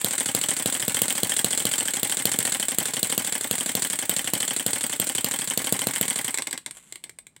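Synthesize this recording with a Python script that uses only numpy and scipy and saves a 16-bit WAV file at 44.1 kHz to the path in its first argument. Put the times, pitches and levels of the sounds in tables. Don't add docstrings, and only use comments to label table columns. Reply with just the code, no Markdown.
import sys
import numpy as np
from scipy import signal
from scipy.fft import rfft, irfft
from scipy.io import wavfile

SR = 44100
rng = np.random.default_rng(int(sys.argv[2]) if len(sys.argv) > 2 else 0)


def wav_out(sig):
    wavfile.write(sys.argv[1], SR, np.round(np.clip(np.atleast_2d(sig).T, -1, 1) * 32767).astype(np.int16))


N = 326340
T = np.arange(N) / SR


def undb(db):
    return 10 ** (np.asarray(db) / 20)


def unit(x):
    return x / np.sqrt(np.sum(x ** 2))


def level(x, db):
    return x * undb(db) / np.sqrt(np.mean(x ** 2))


def scatter(like, spread):
    return spread * rng.standard_normal(len(like))


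def convolve(x, response):
    return signal.fftconvolve(x, response)[:N]


def colour(x, points, size=2048):
    hz, db = np.transpose(points)
    f = np.fft.rfftfreq(size, 1 / SR) + 1
    bass_cut = np.hypot(1, (hz[0] / 2 / f) ** 2)
    gain = undb(np.interp(np.log(f), np.log(hz), db)) / bass_cut
    cepstrum = irfft(np.log(gain))
    cepstrum[1:size // 2] *= 2
    cepstrum[size // 2 + 1:] = 0
    return convolve(x, unit(irfft(np.exp(rfft(cepstrum)))))


def ring(x, modes):
    t = T[:SR // 2]
    response = sum(undb(db - 60 * t / t60) * np.sin(2 * np.pi * hz * t) for hz, t60, db in modes)
    return convolve(x, unit(response))


def place(times, db, shapes):
    out = np.zeros(N + SR)
    for s, gain, shape in zip(times, undb(db) * np.ones(len(times)), shapes):
        i = max(int(s * SR), 0)
        out[i:i + len(shape)] += gain * unit(shape) * np.sqrt(SR / 1000)
    return out[:N]


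def chatter(times, db, decay_ms, grain_db=4, rise_ms=0.15, size=1536):
    ms = T[:size] * 1000
    fine, coarse = np.moveaxis(rng.standard_normal((len(times), 2, size)), 1, 0)
    contacts = undb(grain_db * coarse) * (np.roll(coarse, 7, axis=1) > 1.5)
    contacts[:, 0] = 2.8
    grains = np.sqrt(signal.lfilter([1], [1, -.94], contacts ** 2 + .01, axis=1))
    decay = np.exp(-ms / np.reshape(decay_ms, (-1, 1)))
    rise = 1 - np.exp(-ms / rise_ms)
    return place(times, db, fine * grains * decay * rise)


def puffs(times, db, length_ms):
    age = T[:1024] * 1000 / length_ms
    return place(times, db, [age * np.exp(-age)] * len(times))


# [t/s, relative crack level/dB, relative thump level/dB]
FIRINGS = [(0.0448, -4.5, -30), (0.3484, -6, -30), (0.6587, -8.5, -29), (0.8802, -8.5, -29),
           (1.0178, -1.5, -29), (1.232, -5, -27), (1.4444, -2, -27.5), (1.6527, -4, -28),
           (2.0307, -4.5, -31.5), (2.2542, -2.5, -28.5), (2.388, -6.5, -30.5), (2.7844, -4, -30.5),
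           (3.0293, -3.5, -31.5), (3.1778, -4, -30.5), (3.5109, -4, -30.5), (3.7515, -6, -29.5),
           (4.0942, -5, -30.5), (4.335, -4.5, -32), (4.6631, -5.5, -29.5), (4.9983, -5, -31),
           (5.244, -5.5, -31.5), (5.5747, -4.5, -30.5), (5.7239, -3, -26), (5.8697, -5, -28),
           (6.011, -5.5, -29)]
LAST_CYCLE_END_S = 6.346
USUAL_CYCLE_S = .079
FRICTION = 33.7
BARK_LAG_S = .0024


def cycles():
    starts = np.append(np.array(FIRINGS)[:, 0] - BARK_LAG_S, LAST_CYCLE_END_S)
    rates = np.linspace(12, 18, 600)
    rows = []
    for start, span in zip(starts, np.diff(starts)):
        count = round(span / USUAL_CYCLE_S)
        lengths = np.maximum(rates[:, None] ** 2 - FRICTION * np.arange(count), 1) ** -.5
        lengths = lengths[np.argmin(abs(lengths.sum(axis=1) - span))]
        rows += [(start + lengths[:k].sum(), length, k == 0) for k, length in enumerate(lengths)]
    lead_in = (starts[0] - rows[2][1], rows[2][1], 0)
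    start, length, fired = np.transpose([lead_in] + rows)
    return start, length, fired > 0


# [f/Hz, level/dB]
TAPPET = [(300, -8.5), (1300, -17), (1800, -9.5), (2600, -14.5), (3400, -9.5), (4400, -9.5), (5200, -16),
          (6400, -16), (7400, -2), (8300, -0.5), (9600, -8.5), (13000, -20.5), (15500, -18), (16500, -24)]
SEAT = [(300, -34), (1300, -25), (1800, -42), (2600, -8), (3400, -39), (4400, -29), (5200, -15),
        (6400, -5.5), (7400, -7), (8300, 8), (9600, 0.5), (13000, -21), (15500, -24), (16500, -23)]
KNOCK = [(400, -10), (1300, -9), (1850, 1.5), (2500, -10.5), (3150, 7), (3900, -8.5), (4400, -12.5),
         (5200, -8.5), (6400, -18), (7400, -2.5), (8300, 9), (9600, -7.5), (13000, -9), (15500, -6.5),
         (16500, -5)]
CONTACT = [(300, -7), (1300, -12.5), (1800, -3.5), (2600, -10), (3400, -5), (4400, -9), (5200, -14),
           (6400, -16.5), (7400, -3), (8300, 7.5), (9600, -6), (13000, -13.5), (15500, -0.5), (16500, -18)]
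SPEED_DB_PER_DOUBLING = 3.5
BLOW_SCATTER_DB = 1.6


def valve_gear(start, length, fired):
    def blow(turn, db, decay_ms, rise_ms, jitter_s):
        times = start + turn * length + scatter(start, jitter_s)
        speed_db = SPEED_DB_PER_DOUBLING * np.log2(USUAL_CYCLE_S / length)
        levels = db + speed_db + scatter(times, BLOW_SCATTER_DB)
        heard = times > 0
        return chatter(times[heard], levels[heard], decay_ms, grain_db=2.0, rise_ms=rise_ms)

    tappet_turn = .002 + fired * BARK_LAG_S / length
    tappet = blow(tappet_turn, np.where(fired, -16, -12.2), decay_ms=8.2, rise_ms=0.33, jitter_s=.0001)
    seat = blow(.268, np.where(fired, -21, -18), decay_ms=1.6, rise_ms=.15, jitter_s=.0003)
    knock_turn = np.where(fired, .288, .344)
    knock = blow(knock_turn, np.where(fired, -18.5, -13.8), decay_ms=5.1, rise_ms=0.48, jitter_s=.0005)
    contact = blow(.631, -18, decay_ms=5.7, rise_ms=0.6, jitter_s=0.00075)
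    clacks = colour(tappet, TAPPET) + colour(seat, SEAT) + colour(knock, KNOCK) + colour(contact, CONTACT)
    return clacks + rod((start + knock_turn * length)[1:], db=-28)


# [f/Hz before detuning, t60/s, level/dB]
ROD = [(3070, 0.02, 15.5), (3037, 0.024, 0.5), (2850, 0.023, 3), (4440, 0.046, 8)]
ROD_DETUNE = 0.042


def rod(times, db):
    t = T[:SR // 10]
    shapes = []
    for pitch in 1 + scatter(times, ROD_DETUNE):
        modes = [undb(mode_db - 60 * t / t60) * np.sin(2 * np.pi * hz * pitch * t) for hz, t60, mode_db in ROD]
        shapes.append(sum(modes))
    return place(times, db + scatter(times, 2.8), shapes)


# [f/Hz, level/dB]
CRACK = [(500, -34), (1200, -12), (2100, -34), (2800, -8), (3500, -9.5), (4500, -10), (5500, -21.5),
         (6600, -14.5), (7700, -0.5), (9000, -7.5), (10500, -8), (12000, -10.5), (14000, -4.5),
         (16500, -11.5)]
# [f/Hz, t60/s, level/dB]
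THUMP = [(125, 0.15, -8), (196, 0.027, 5.5), (319, 0.023, -4), (479, 0.027, -4), (651, 0.017, -2)]
THUMP_LOW_HZ = 106


def exhaust(misses):
    times, crack_db, thump_db = np.transpose(FIRINGS)
    mouth = signal.butter(3, THUMP_LOW_HZ, "high", fs=SR, output="sos")

    def wave(at, db, length_ms):
        pulse = puffs(at, db, length_ms) - puffs(at + .001, db, length_ms)
        return signal.sosfilt(mouth, ring(pulse, THUMP))

    bark = wave(times - 0.0003, thump_db, length_ms=0.13)
    soft = wave(misses + 0.00344, scatter(misses, 0.86), length_ms=0.11)
    crack = colour(chatter(times + .0005, crack_db, decay_ms=1.4, grain_db=4.0, rise_ms=0.39), CRACK)
    outflow = puffs(times, thump_db, length_ms=0.37)
    return level(bark, -41.0) + level(outflow, -57) + level(soft, -52) + level(crack, -34.0)


# [f/Hz, level/dB]
INTAKE = [(60, -23.5), (130, 1.5), (240, 2.5), (500, -4.5), (800, -1), (1300, -11.5), (2100, -1),
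          (3500, -20.5), (6000, -6.5), (15000, -45)]


def intake(times, db, count=7):
    k = np.arange(count)
    gaps_s = .004 * .96 ** k * (1 + .05 * rng.standard_normal((len(times), count)))
    slaps = (times[:, None] + np.cumsum(gaps_s, axis=1) - gaps_s).ravel()
    slap_db = -2.0 * abs(k - 1) + 1.83 * rng.standard_normal((len(times), count))
    levels = (db[:, None] + slap_db).ravel()
    air = chatter(slaps, levels - 29.5, decay_ms=1.55)
    suction = puffs(slaps, levels - 33, length_ms=0.037)
    return colour(air - suction, INTAKE) + undb(-11.0) * colour(air, GEARS)


# [t/s, relative level/dB]
CLACKS = [(6.3428, -7), (6.374, -9.5), (6.385, -6.5), (6.421, -10), (6.4705, -9), (6.5099, -14),
          (6.5284, -8), (6.577, -14), (6.6617, -12), (6.7096, -18), (6.9239, -18), (6.9568, -19.5),
          (7.0393, -17.5), (7.0945, -22), (7.1871, -23.5), (7.2677, -26.5), (7.364, -30)]
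# [f/Hz, level/dB]
SLOW = [(180, -29.5), (300, -11.5), (696, -28), (1000, -14.5), (1280, -18.5), (1640, -12), (2200, -9.5),
        (2700, -14.5), (3130, -13.5), (3630, -8.5), (4880, -15.5), (5300, -19), (5850, -15.5),
        (6150, -23.5), (8140, -0.5), (9930, -17), (15500, -26)]
# [f/Hz, level/dB]
BOARD = [(200, 1), (400, -7), (1100, 0), (2000, -12.5), (15000, -58)]
CLACK_FAST_MS, CLACK_SLOW_MS, CLACK_SETTLE_S = 5.1, 3, 0.23


def last_clacks():
    times, db = np.transpose(CLACKS)
    speed = np.exp(-(times - LAST_CYCLE_END_S) / CLACK_SETTLE_S)
    decay_ms = CLACK_SLOW_MS + (CLACK_FAST_MS - CLACK_SLOW_MS) * speed
    blows = chatter(times, db, decay_ms, grain_db=1, rise_ms=.35)
    return level(colour(blows, SLOW), -45.0) + level(colour(blows, BOARD), -66.5)


# [f/Hz, level/dB]
GEARS = [(300, -7.5), (1300, -7), (1800, -4), (2600, -5), (3400, -4), (4400, -11.5), (5200, -15.5),
         (6400, -9.5), (7400, 2.5), (8300, 3.5), (9600, -2), (13000, -13.5), (15500, -27), (16500, -20)]


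def gears(start, length, count=32):
    turn = np.arange(count) / count
    running = (start[:, None] + length[:, None] * turn).ravel()
    load_db = np.tile(3.7 * np.cos(2 * np.pi * (turn - .33)), len(start))
    slowing = np.arange(LAST_CYCLE_END_S, T[-1], .004)
    times = np.append(running, slowing + scatter(slowing, 0.0015))
    levels = np.append(load_db, np.zeros(len(slowing))) + gear_db(times) + scatter(times, 3.63)
    heard = times > 0
    return colour(chatter(times[heard], levels[heard], decay_ms=3.9), GEARS)


# [t/s at the loudest, half length/s, level/dB]
SCRAPES = [(6.767, 0.02, -38.5), (6.875, 0.12, -50.5)]
GEAR_DB, GEAR_EASE_DB_PER_S, GEAR_FADE_DB_PER_S, GEAR_IDLE_DB = -33.5, .5, 98, -71.5


def gear_db(times):
    coasting_s = np.maximum(times - LAST_CYCLE_END_S, 0)
    rattle = undb(GEAR_DB - GEAR_EASE_DB_PER_S * times - GEAR_FADE_DB_PER_S * coasting_s)
    scrapes = sum(undb(db) * np.exp(-((times - s) / half_s) ** 2) for s, half_s, db in SCRAPES)
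    return 20 * np.log10(rattle + scrapes + undb(GEAR_IDLE_DB))


# [f/Hz, t60/s, level/dB]
METAL = [(1720, .06, -8), (1855, .07, -7), (2277, .05, -5), (3162, .07, -9), (3693, .09, -12),
         (4430, .1, -10), (7450, .07, -3), (7720, .07, -3), (7930, .07, -2), (8140, .08, -1),
         (8370, .07, -3), (8612, .15, -3), (15450, .07, -6)]


def metal(steel):
    return undb(-21.0) * ring(steel, METAL)


# [f/Hz, t60/s, level/dB]
HAND = [(930, 0.032, 1), (1097, 0.025, 0.94), (2070, 0.0098, 0.082)]
HAND_ARRIVES_S, HAND_MOVE_S, HAND_FAR_DB, HAND_NEAR_DB = 5.24, .25, -32, -5


def hand(x):
    near = .5 + .5 * np.tanh((T - HAND_ARRIVES_S) / HAND_MOVE_S)
    return undb(HAND_FAR_DB + (HAND_NEAR_DB - HAND_FAR_DB) * near) * ring(np.gradient(x), HAND)


# [f/Hz, t60/s, level/dB]
ROOM_MODES = [(115.4, 0.73, -14), (160, 0.12, -4), (198, 0.4, 0), (240.8, 0.083, 12), (350, 0.75, -15)]
ROOM_T60_S, ROOM_TREBLE_T60_S = 0.18, 0.16


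def workshop(x):
    t = T[:SR // 2]
    noise = rng.standard_normal((2, len(t)))
    low = signal.sosfilt(signal.butter(2, 4000, fs=SR, output="sos"), noise[0])
    treble = noise[0] - low
    tail = low * undb(-60 * t / ROOM_T60_S) + treble * undb(-60 * t / ROOM_TREBLE_T60_S)
    early = noise[1] * np.exp(-t / 0.00097) * (t > .001)
    echoes = undb(-12.5) * convolve(x, unit(tail * (t > .006))) + undb(-17.0) * convolve(x, unit(early))
    return echoes + undb(-33.5) * ring(x, ROOM_MODES)


# [f/Hz, level/dB]
HUSH = [(25, -4), (60, -5), (110, 0), (170, 2), (300, -7), (600, -15), (1300, -22), (4000, -27),
        (15000, -42)]


def hush():
    return undb(-65.5) * colour(rng.standard_normal(N), HUSH)


# [t/s, relative level/dB]
GULPS = [(6.387, -1), (6.477, -11), (6.537, -4.5), (6.669, -12.5), (7.061, -24.5)]
INTAKE_DB, FAST_SUCK_DB = -1.3, -0.1


def scene():
    start, length, fired = cycles()
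    steel = valve_gear(start, length, fired) + gears(start, length) + last_clacks()
    suck_s = (start + .375 * length)[1:]
    suck_db = INTAKE_DB + FAST_SUCK_DB * fired[1:]
    gulp_s, gulp_db = np.transpose(GULPS)
    air = intake(np.append(suck_s, gulp_s), np.append(suck_db, gulp_db))
    misses = start[~fired][1:]
    engine = steel + metal(steel) + exhaust(misses) + air + hand(air + steel)
    return (engine + workshop(engine) + hush())[None]


def record(dry):
    thin = signal.sosfilt(signal.butter(1, 45, "high", fs=SR, output="sos"), dry)
    return signal.sosfilt(signal.ellip(10, .2, 70, 15950, fs=SR, output="sos"), thin)


dry = scene()
out = record(dry)
wav_out(out)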